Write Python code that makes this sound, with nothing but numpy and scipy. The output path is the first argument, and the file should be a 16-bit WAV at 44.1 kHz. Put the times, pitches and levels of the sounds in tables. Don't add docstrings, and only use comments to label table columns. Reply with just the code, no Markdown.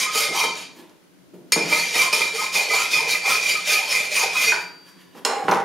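import sys
import numpy as np
from scipy import signal
from scipy.fft import rfft, irfft, next_fast_len
from scipy.io import wavfile
from scipy.ndimage import uniform_filter1d, map_coordinates

SR = 44100
rng = np.random.default_rng(int(sys.argv[2]) if len(sys.argv) > 2 else 0)


def wrap_up_sound(samples):
    columns = np.atleast_2d(samples).T
    tamed = np.clip(columns, -1, 1)
    steps = np.round(tamed * 32767).astype(np.int16)
    wavfile.write(sys.argv[1], SR, steps)


def elevation(decibels):
    levels = np.asarray(decibels, float)
    return 10 ** (levels / 20)


N = 248724


def unit(x):
    return x / np.sqrt(np.mean(x ** 2) + 1e-20)


def level(x, size):
    return np.sqrt(np.abs(uniform_filter1d(x ** 2, size=size)) + 1e-9)


def along(points, hz):
    f, v = np.transpose(points)
    return np.interp(np.log(hz + 1), np.log(f + 1), v)


def wobble(rate):
    return map_coordinates(rng.standard_normal(int(N * rate / SR) + 4), [np.arange(N) * rate / SR])


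def control_times():
    return np.arange(0, N + 64, 64) / SR


def smooth(course):
    return np.interp(np.arange(N) / SR, control_times(), course)


def swells(rows, drop_db, rise_shape, fall_shape):
    start, rise, fall = np.transpose(rows)[:3, :, None]
    t = control_times() - start - rise
    rising = t < 0
    lost = np.abs(t / np.where(rising, rise, fall)) ** np.where(rising, rise_shape, fall_shape)
    return elevation(-drop_db * np.minimum(lost, 9))


def filtered(x, response):
    m = next_fast_len(N + SR // 2)
    return irfft(rfft(x, m) * response(np.fft.rfftfreq(m, 1 / SR)), m)[..., :N]


def modes(table):
    def response(f):
        h = 0
        for k, (centre, width, db) in enumerate(table):
            resonance = 1j * f * width / (centre * centre - f * f + 1j * f * width)
            h = h + (-1) ** k * elevation(db) * resonance
        return h / np.sqrt(np.mean(abs(h) ** 2))
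    return response


def tuned(family, strength_db):
    return modes([(hz, width, db) for (hz, width), db in zip(family, strength_db)])


def colour(points):
    def response(f):
        cepstrum = irfft(np.log(unit(elevation(along(points, f))) + 1e-6))
        cepstrum[1:len(f)] *= 2
        cepstrum[len(f):] = 0
        return np.exp(rfft(cepstrum))[:len(f)]
    return response


def patchy(depth_db, channels=1):
    z = signal.stft(rng.standard_normal((channels, N + 512)), nperseg=512)[2]
    field = uniform_filter1d(uniform_filter1d(rng.standard_normal(z.shape[1:]), 4, 0), 12, 1)
    return unit(signal.istft(z * elevation(depth_db * unit(field)), nperseg=512)[1][:, :N])


def burst(s, db, length, rise=1e-4):
    out, t = np.zeros(N + SR), np.arange(SR * 3 // 4) / SR
    envelope = elevation(db - 60 * t / length) * (1 - np.exp(-t / rise))
    out[round(s * SR):][:len(t)] = envelope * rng.standard_normal(len(t))
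    return out[:N]


def ring(s, db, table, scatter_db):
    out, t = np.zeros(N + SR), np.arange(SR) / SR
    draw = rng.standard_normal((len(table), 2))
    for (hz, mode_db, t60), (a, b) in zip(table, draw):
        envelope = elevation(db + mode_db + scatter_db * a - 60 * t / t60)
        out[round(s * SR):][:SR] += envelope * np.sin(2 * np.pi * hz * t + 3 * b)
    return out[:N]


# [f/Hz, level/dB per Hz]
HUM_AND_HISS = [(12, -89), (20, -51), (143, -16.5), (183, -2.5), (230, -28.5), (264, -7.5), (296, -12),
                (370, -14), (402, -20.5), (613, -24.5), (725, -28.5), (13000, -42), (16300, -41.5)]


def air():
    a, b = filtered(rng.standard_normal((2, N)), colour(HUM_AND_HISS))
    pair = elevation(-53) * np.array([a + 0.93 * b, a - 0.81 * b])
    hum = filtered(pair, lambda f: 1 / (1 + (f / 450) ** 6))
    return pair - hum + hum * elevation(2.1 * wobble(5.76))


# [start t/s, rise/s, fall/s, sleeve level/dB, slide level/dB]
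RUSTLE = [
    (0.718, 0.088, 0.1, -48.5, -43),
    (1.334, 0.0089, 0.12, -71, -41.5),
    (1.45, 0.077, 0.023, -65, -60),
    (4.56, 0.056, 0.14, -42, -74),
    (4.85, 0.047, 0.065, -50.5, -62),
    (4.97, 0.05, 0.093, -54.5, -88),
    (5.136, 0.052, 0.057, -48.5, -42),
]
# [f/Hz, level/dB per Hz]
CLOTH = [(590, -30), (1000, -8), (1220, -14), (1340, -11), (3300, -12), (4700, -17), (16000, -25.5)]
# [f/Hz, level/dB per Hz]
SLIDE = [(70, -32), (150, 3), (300, 5.5), (800, -12.5), (2000, -28), (4000, -30)]


def rustle():
    gains = swells(RUSTLE, drop_db=17.5, rise_shape=2.1, fall_shape=0.42)
    cloth, slide = elevation(np.transpose(RUSTLE)[3:]) @ gains
    uneven_db = 2.5
    sleeves = smooth(cloth) * filtered(patchy(uneven_db)[0], colour(CLOTH))
    sliding = smooth(slide) * filtered(patchy(uneven_db)[0], colour(SLIDE))
    return sleeves + sliding


# [t/s, level/dB, contact/s]
THUDS = [
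    (0.279, -33, 0.2),
    (1.64, -30, 0.15),
    (2.95, -33, 0.13),
    (.436, -32, 0.14),
    (1.338, -41, 0.053),
    (1.559, -11.5, 0.064),
    (5.43, -33.5, 0.15),
    (5.482, -15, 0.072),
]
# [f/Hz, width/Hz, level/dB]
SLAB = [(120, 160, -19.5), (161, 67, 3), (272, 175, 4.5), (334, 110, 5.5), (448, 86, 4.5), (623, 920, -8.5)]


def thuds():
    force = sum(burst(s, db + 8.0, contact, rise=0.014) for s, db, contact in THUDS)
    return filtered(force, modes(SLAB))


# [t/s, crack level/dB, hum level/dB, bench level/dB, contact/s]
PARTS = [(0.895, -37.5, -77, -51, 0.007), (1.339, -71, -82, -57, 0.004), (1.559, -27, -44, -11.5, 0.0018),
         (5.148, -64, -55, -45, 0.012), (5.165, -64, -53, -45, 0.014), (5.2495, -4.5, -18, -23, 0.011),
         (5.468, -26, -50, -45, 0.0033), (5.476, -40, -37, -31, 0.004), (5.481, -32, -12.5, -8, 0.005),
         (5.488, -34, -18, -9.5, 0.0032), (5.499, -27, -17, -16, 0.0051), (5.513, -6, -38, -27, 0.003),
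         (5.516, -15, -42, -12.5, 0.011), (5.538, -13, -26, -20, 0.004), (5.546, -16, -37, -27, 0.0047),
         (5.556, -22, -36, -23.5, 0.011), (5.569, -23, -20, -21.5, 0.0075), (5.585, -28, -25, -22, 0.0063),
         (5.6, -28, -35, -25, 0.015)]
# [t/s, ring level/dB, rattle level/dB]
CLANK = (5.249, -1.4, -31)
# [f/Hz, width/Hz, level/dB]
STEEL = [(2570, 270, -7), (2810, 110, 0), (4080, 124, 1.5), (4270, 150, 0.5), (5180, 190, -1.5),
         (5500, 140, -2), (6850, 170, -3.5), (7800, 180, -5.5), (8200, 120, -4), (9560, 170, -10)]
# [f/Hz, width/Hz, level/dB]
BAR = [(480, 81, -4.5), (544, 60, -4.5), (764, 42, 2.5), (818, 39, 3), (1080, 56, -9), (1320, 110, -12),
       (1670, 370, -13.5)]
# [f/Hz, width/Hz, level/dB]
BENCH = [(246, 54, -5.5), (429, 115, 1.5), (560, 123, 1.5), (960, 331, 1), (1400, 380, -3.5),
         (1970, 370, -6), (2820, 1600, -20.5)]
# [f/Hz, level/dB per Hz]
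GRIT = [(59, -63), (100, -20), (330, -22), (445, -11), (1140, -19), (1260, -15.5), (1740, -14.5),
        (2400, -7.5), (2720, -11.5), (5510, -6.5), (11400, -18.5), (15300, -24), (16300, -12)]


def parts():
    s, ring_db, rattle_db = CLANK
    rattle = burst(s, rattle_db, 0.5)
    hum = burst(s, rattle_db + 4.5, 1.35)
    steel = burst(s, ring_db - 4, 0.017) + elevation(3.0) * rattle
    drive = np.array([steel, elevation(-7.0) * rattle, hum, elevation(7.0) * rattle])
    for s, crack_db, hum_db, bench_db, contact in PARTS:
        drive[1] += burst(s, crack_db - 10.0, 3 * contact)
        drive[2:] += elevation([[hum_db + 3.5], [bench_db + 5]]) * burst(s, 0, 5 * contact, rise=0.0015)
    bodies = modes(STEEL), colour(GRIT), modes(BAR), modes(BENCH)
    return filtered(drive, lambda f: np.array([body(f) for body in bodies])).sum(0)


# [t/s, peak level/dB, wall/dB over it, bending/dB over it, contact/s]
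KNOCKS = [
    (1.5205, 1.5, -24, -45, 0.035),
    (2.128, -7, -12, -24, 0.036),
    (2.127, -2, -16, -28, 0.005),
]
# [t/s, peak level/dB, wall/dB over it, bending/dB over it, contact/s]
CATCHES = [(0.147, -13, -9, -23, 0.048), (0.436, -5.5, -29, -15, 0.024), (1.718, -8, -6, -15.5, 0.043),
           (1.949, -12, -8.5, -30, 0.079), (2.204, -13.5, -3, -16, 0.043), (2.548, -11, -9, -19.5, 0.037),
           (2.928, -18, -17, -16, 0.023), (3.085, -25, -14, -28, 0.014), (3.13, -21.5, -4, -15, 0.058),
           (3.25, -18.5, 6, -14, 0.036), (3.452, -19, -1, -26, 0.023), (3.668, -22.5, 2, -33, 0.036),
           (4.0, -14, -10, -24, .03)]
# [t/s, level/dB]
LIFT = [
    (4.52, -17),
]
# [f/Hz, width/Hz, level/dB]
TANG = [(458, 80, 6), (860, 90, 11), (960, 90, 11), (1260, 200, 8), (1500, 200, 14), (1800, 220, 11)]
# [f/Hz, width/Hz]
WALL = [(2075, 36), (2125, 25), (2275, 30), (2360, 24), (2405, 36), (2480, 45), (2555, 40)]
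# [file at mouth/dB, file deep/dB]
WALL_DB = [(-9, -10), (-13, -16), (-14, -10), (-1, -5), (-6, -5), (-10, -1), (-19, -9)]
# [f/Hz, width/Hz]
LOW = [(446, 40), (620, 50), (787, 30), (933, 35), (1043, 28), (1255, 28), (1360, 35)]
LOW_DB = [3, 1.5, -16, 10, 8, 12.5, -15]
# [f/Hz, width/Hz]
PLATES = [(3120, 110), (3505, 20), (3832, 30), (4110, 20), (4420, 25), (4590, 25), (4652, 20), (5270, 25),
          (5692, 30), (6382, 20), (6758, 20), (7102, 22), (8680, 30), (8940, 30), (9095, 20), (9670, 50),
          (11230, 50), (11790, 50)]
# [file at mouth/dB, file deep/dB]
PLATES_DB = [(5.5, -57), (-39, -1), (7.5, -26), (10.5, 0), (13, -3), (-10, 14.5), (14.5, 9), (11, 22.5),
             (-12, -18), (-20, -34), (11.5, 7.5), (6.5, 6), (6, 7), (-8.5, 2), (4.5, 13.5), (-24, -20),
             (0, 1), (-44, -19)]


def knocks():
    drive = np.zeros((4, N))
    for table, rise, bench_db in ((KNOCKS, 0.0003, -41.5), (CATCHES, 0.006, -28.5)):
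        for s, db, wall_db, low_db, contact in table:
            shares = elevation([[-6.5], [wall_db + 11.5], [low_db + 14.5], [bench_db + 17.5]])
            drive += shares * burst(s, db, contact, rise)
    walls, plates = tuned(WALL, np.mean(WALL_DB, 1)), tuned(PLATES, np.mean(PLATES_DB, 1))

    def tube(f):
        crisp = (1j * f / 1900) ** 2 / (1 + 1j * f / 1900) ** 2
        contact = (colour(GRIT)(f) + plates(f)) * crisp
        return np.array([contact, walls(f), tuned(LOW, LOW_DB)(f), modes(SLAB)(f)])

    out = filtered(drive, tube).sum(0)
    for s, db in LIFT:
        out = out + filtered(burst(s, db + 10.0, 0.0049) + burst(s, db - 1.5, 0.11), modes(TANG))
    return out


def locked(hz, family):
    mode_hz = np.transpose(family)[0]
    nearest = mode_hz[np.argmin(np.abs(hz[:, None] - mode_hz), axis=1)]
    return np.where(np.abs(hz / nearest - 1) < 0.05, nearest, hz)


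# [t/s, length/s, f/Hz, level/dB]
SING_LOW = [(0, 0.072, 1043, -34), (0.054, 0.12, 1255, -30), (0.165, 0.064, 1255, -28.5),
            (0.225, 0.067, 1255, -33.5), (0.15, 0.017, 450, -27), (0.18, 0.08, 450, -35),
            (0.19, 0.1, 580, -37), (0.32, 0.033, 1255, -31), (0.336, 0.037, 790, -29),
            (0.364, 0.054, 925, -32), (0.388, 0.029, 994, -24), (0.429, 0.023, 1261, -28),
            (0.431, 0.021, 450, -23), (1.7, 0.077, 1250, -29.5), (1.713, 0.013, 452, -34),
            (1.938, 0.04, 920, -32.5), (1.925, 0.074, 450, -43), (1.967, 0.11, 1247, -34),
            (2.02, .07, 1046, -29), (2.126, 0.03, 1240, -29), (2.2, 0.055, 1250, -32.5),
            (2.33, 0.036, 451, -30), (2.373, 0.08, 1250, -30), (2.405, 0.043, 1006, -28),
            (2.41, 0.015, 875, -28.5), (2.7, 0.15, 1261, -30.5), (2.701, 0.02, 453, -30),
            (2.732, 0.019, 454, -29), (2.728, 0.042, 787, -31), (2.726, 0.06, 1043, -31),
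            (2.779, 0.087, 1360, -32), (2.947, 0.037, 1290, -27), (2.985, 0.025, 942, -25),
            (3.016, 0.023, 1043, -31), (3.0, .025, 447, -32), (3.067, 0.012, 458, -27.5),
            (3.12, .05, 1280, -38), (3.244, 0.037, 787, -26.5), (3.256, 0.028, 925, -34),
            (3.309, 0.041, 1240, -22.5), (3.29, 0.031, 1360, -28), (3.546, 0.048, 1255, -29.5),
            (3.691, 0.054, 1290, -34.5), (3.739, 0.059, 1230, -28), (3.699, 0.019, 1560, -28),
            (3.78, 0.032, 805, -29), (3.92, 0.058, 1240, -36), (3.87, .09, 1052, -39),
            (4.207, 0.032, 931, -23), (4.23, 0.016, 777, -25), (4.197, .04, 1260, -29.5),
            (4.345, 0.04, 1270, -29.5), (4.345, 0.023, 1044, -29), (4.432, 0.019, 1246, -29),
            (4.468, 0.045, 460, -31)]
# [t/s, length/s, f/Hz, level/dB]
SING_WALL = [(0, 0.096, 2386, -30), (0, 0.09, 2120, -33), (.15, 0.22, 2124, -31),
             (0.198, 0.071, 2400, -27.5), (0.404, .05, 2354, -27), (0.398, 0.061, 2080, -27),
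             (1.521, 0.014, 2405, -18.5), (1.522, 0.018, 2125, -24.5), (1.56, 0.092, 2420, -27),
             (1.711, 0.033, 2382, -16), (1.799, 0.054, 2440, -26), (1.937, 0.037, 1920, -27.5),
             (1.979, 0.072, 2360, -21.5), (2.126, 0.023, 2402, -18), (2.203, 0.03, 2056, -24),
             (2.16, 0.03, 2360, -24), (2.201, 0.045, 2410, -30), (2.556, 0.019, 2480, -14),
             (2.588, 0.022, 2400, -18), (2.692, 0.055, 2070, -20.5), (2.718, 0.03, 2350, -18.5),
             (2.751, 0.031, 2360, -16.5), (2.925, 0.054, 2480, -18.5), (3.122, 0.034, 2370, -19),
             (3.123, 0.037, 2520, -27), (3.139, .02, 2068, -20), (3.242, 0.057, 2360, -21),
             (3.279, 0.058, 2480, -24), (3.27, 0.032, 1870, -34), (3.451, 0.064, 2374, -19.5),
             (3.46, 0.044, 2480, -30), (3.69, 0.036, 2480, -19.5), (3.706, .09, 1735, -36.5),
             (3.75, 0.044, 2490, -23), (3.94, .04, 2490, -22.5), (3.94, 0.033, 2052, -21.5),
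             (4.005, 0.034, 2360, -29), (4.145, 0.024, 2490, -20), (4.162, 0.035, 1884, -32.5),
             (4.358, 0.067, 2458, -20), (4.356, 0.087, 2075, -26), (4.463, 0.017, 2075, -23),
             (4.469, 0.055, 2480, -17)]
# [t/s, length/s, f/Hz, level/dB]
SING_PLATE = [(0, .06, 5250, -31.5), (0, 0.064, 3800, -34), (0.141, 0.11, 3170, -51),
              (.17, 0.09, 4570, -35), (.35, 0.16, 3100, -31.5), (.37, .06, 4590, -34),
              (.43, 0.067, 3832, -36), (.55, 0.13, 3832, -46), (2.55, 0.029, 3505, -29),
              (2.747, 0.068, 6960, -29.5), (2.925, 0.064, 3460, -26), (3.091, 0.057, 4110, -28),
              (3.104, 0.03, 3700, -28), (3.1, 0.035, 5270, -36), (3.122, 0.15, 4600, -36.5),
              (3.25, .015, 3500, -30), (3.29, 0.038, 3500, -25), (3.47, 0.065, 6950, -30),
              (3.69, .06, 3460, -37), (3.889, 0.064, 5200, -26.5), (4.2, 0.037, 3480, -40),
              (4.171, .04, 7100, -31), (4.18, .03, 6380, -29), (4.421, 0.13, 4500, -30),
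              (4.45, 0.062, 5700, -25)]
# [f/Hz, level/dB, t60/s]
FREE = [(1258, -29, 1.1), (4653, -17, 1.1), (4425, -26, .4), (4560, -28, .3), (1475, -16, .2),
        (1600, -18, .2)]


def singing():
    swell_s, tail_t60_s, drift_hz = 0.01, 0.033, 13
    out, t = np.zeros(N + SR), np.arange(SR // 3) / SR
    drift, stutter = wobble(120), elevation(2.8 * wobble(70))
    start, lasts, near_hz, strength_db = np.transpose(SING_LOW + SING_WALL + SING_PLATE)
    mode_hz = locked(near_hz, LOW + WALL + PLATES)
    for s, length, hz, db in zip(start, lasts, mode_hz, strength_db):
        at = slice(round(s * SR), round(s * SR) + len(t))
        swing_hz = drift_hz * min((hz / 1200) ** 1.56, 3.5) * np.roll(drift, round(hz))[at]
        turn = 2 * np.pi * (np.cumsum(hz + swing_hz) / SR + rng.random())
        hold = np.clip(t / swell_s, 0, 1) ** 2 * elevation(-60 * np.clip(t - length, 0, 1) / tail_t60_s)
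        out[at] += elevation(db) * hold * np.roll(stutter, round(hz) * 7)[at] * np.sin(turn)
    return out[:N] + sum(ring(s, db, FREE, 0) for s, db in LIFT)


# [start t/s, rise/s, fall/s, grit level/dB, wall ring/dB over grit]
STROKES = [(0, 0.0013, 0.091, -19.5, 0), (0.111, 0.1, 0.09, -18, -11.5), (0.318, 0.098, 0.088, -21, 2.5),
           (.56, 0.02, 0.09, -31, -9), (1.531, 0.07, 0.17, -30, 1.5), (1.668, 0.085, 0.22, -20.5, -2.5),
           (1.914, 0.092, 0.11, -18.5, 0.5), (2.129, 0.0068, 0.19, -20, -12), (2.319, 0.092, 0.1, -23, 2),
           (2.519, 0.047, .11, -19, -0.5), (2.68, 0.1, 0.12, -20.5, -0.5), (2.889, 0.066, 0.12, -22, 6),
           (3.065, 0.05, 0.082, -19.5, 2), (3.234, 0.078, 0.12, -19.5, 0), (3.42, 0.065, 0.15, -21, 3),
           (3.649, 0.062, 0.16, -18.5, -0.5), (3.863, 0.089, 0.16, -21.5, 3), (4.101, 0.096, 0.081, -19, 1),
           (4.301, 0.15, 0.12, -20.5, 1.5)]
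# [t/s, depth 0 mouth to 1 deep]
BEARING = [(0, 0.098), (.2, 0.7), (.33, 0.099), (1.57, 0.2), (1.8, 0.044), (2.14, 0.02), (2.36, 0),
           (2.56, 0.63), (2.69, 0.084), (2.94, 0.56), (3.13, 0.56), (3.3, 0.86), (3.55, 0.42), (3.72, 0.74),
           (4.0, 0.46), (4.17, 0.79), (4.31, 0.8), (4.5, 0.42)]


def strokes():
    start, rise, _, grit_db, wall_db = np.transpose(STROKES)
    t = np.arange(N) / SR
    gains = swells(STROKES, drop_db=13.5, rise_shape=3.12, fall_shape=1.38)
    pressure = smooth(np.linalg.norm(elevation(grit_db)[:, None] * gains, axis=0))
    resting = ((t > 0) & (t < 0.62)) | ((t > 1.53) & (t < 4.5))
    pressure = np.hypot(pressure, elevation(-38) * resting)
    return pressure, np.interp(t, start + rise, wall_db), np.interp(t, *np.transpose(BEARING))


# [t/s, length/s, level/dB, from f/Hz, to f/Hz]
TEETH = [
    (0.332, 0.097, -27.5, 760, 1250),
    (1.95, 0.12, -33.5, 702.4, 1250),
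    (2.54, 0.093, -33.5, 1041, 620),
    (2.7, 0.068, -27.5, 480, 1320),
    (2.945, 0.13, -33.5, 1300, 460),
    (3.24, 0.07, -29, 790, 1260),
    (3.779, 0.0461, -32, 800, 900),
    (4.089, .04, -33.5, 628.5, 620),
    (4.165, 0.1, -31, 1300, 560),
    (4.341, 0.036, -32, 1041, 1255),
]


def chatter_course(pressure):
    s, length, db, from_hz, to_hz = np.transpose(TEETH)
    t = control_times()
    knots = np.maximum.accumulate(np.ravel([s, s + length], order="F"))
    pace = np.interp(t, knots, locked(np.ravel([from_hz, to_hz], order="F"), LOW))
    inside = np.minimum(t - s[:, None], (s + length)[:, None] - t) / 0.041
    strength = smooth(elevation(db) @ np.clip(inside + 0.5, 0, 1)) + elevation(-28) * pressure
    return smooth(pace), strength


def filing():
    pressure, wall_db, depth = strokes()
    pace, strength = chatter_course(pressure)
    glide = uniform_filter1d(np.abs(np.gradient(pace)) * SR, size=1500)
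    rough = 0.02 + 0.14 * np.clip(glide / 4000, 0, 1)
    turn = 2 * np.pi * np.cumsum(pace * (1 + rough * wobble(250))) / SR
    bite = elevation(1.17 * wobble(35) + 1.36 * wobble(140))
    chips = elevation(4.0 * np.minimum(rng.exponential(size=N), 3.2))
    grit = unit(patchy(2.6)[0] * (1 + 0.069 * np.cos(turn)) * bite * chips)
    force = pressure * grit

    angle = np.clip(depth, 0, 1) * np.pi / 2
    mouth_and_deep = np.cos(angle), np.sin(angle)

    def bearing(x, family, strengths):
        pairs = zip(mouth_and_deep, np.transpose(strengths))
        return sum(filtered(x * share, tuned(family, db)) for share, db in pairs)

    push = patchy(0.83)[0]
    push = push / level(bearing(push, WALL, WALL_DB), size=1800)
    wall_gain = elevation(wall_db - 5.0 + 1.58 * wobble(22.25))
    walls = bearing(pressure ** 1.031 * wall_gain * push * bite, WALL, WALL_DB)

    def bending(f):
        return elevation(2.5) * tuned(LOW, LOW_DB)(f) + elevation(18.0) * (f > 300) / (1 + (f / 1700) ** 6)

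    teeth = unit(np.sin(turn) * bite) + 0.2 * grit
    teeth = teeth / level(filtered(teeth, bending), size=3500)
    chatter = filtered(strength * elevation(-3.5) * teeth, bending)

    ground = elevation(-11.0) * bearing(force, PLATES, PLATES_DB) + elevation(-2.0) * filtered(force, colour(GRIT))
    fizz = filtered(ground, lambda f: 1 / (1 + (9000 / (f + 1)) ** 4))
    ground = ground + fizz * ((pressure / elevation(-20.5)) ** 0.79 - 1)
    return ground + walls + chatter


# [f/Hz, t60/s]
SHOP = [(150, 0.86), (800, 0.55), (3000, 0.4), (8000, 0.35), (15000, 0.021)]
# [f/Hz, level/dB]
WET = [(150, -3), (800, 1), (3000, -2), (6000, -5.5), (9000, -2.5), (13000, 2.5)]


def shop(x):
    hz, t, z = signal.stft(rng.standard_normal((2, SR * 2 // 3)), SR, nperseg=256)
    shape = elevation(-60 * t / along(SHOP, hz)[:, None])
    shape *= elevation(along(WET, hz))[:, None] / np.sqrt(np.sum(shape ** 2, 1, keepdims=True) * 128)
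    tail = signal.istft(z * shape, SR, nperseg=256)[1]
    tail = tail + 0.45 * tail[::-1]
    return signal.fftconvolve(np.pad(x, (250, 0))[None], tail, axes=1)[:, :N]


# [f/Hz, level/dB to the right]
FILE_PAN = [(300, -0.4), (700, 1.2), (2500, 1.2), (4500, 0), (9000, -.3)]


def scene():
    file = filing() + knocks() + thuds() + rustle()
    song, laid = singing(), parts()
    tube = filtered(file + song, lambda f: elevation([[-1], [1]] * along(FILE_PAN, f)))
    direct = tube + laid * elevation([[-1.6], [1.6]])
    room = shop(file + laid + elevation(-7) * song)
    return elevation(-1) * (direct + room) + air()


def band_limit(x):
    return signal.sosfilt(signal.butter(12, 15950, fs=SR, output="sos"), x)


# [f/Hz, level/dB]
MIC = [(1000, 0), (7000, 0), (7900, -6), (8800, 0), (12000, -1), (15000, -4), (15750, -7), (15950, -40)]


def record(dry):
    x = filtered(dry, lambda f: elevation(along(MIC, f)) * (1j * f / 90) ** 2 / (1 + 1j * f / 90) ** 2)
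    rumble = filtered(rng.standard_normal((2, N)), lambda f: 1 / (1 + (f / 60) ** 4))
    return band_limit(x + elevation(-57) * rumble)


dry = scene()
out = record(dry)
wrap_up_sound(out)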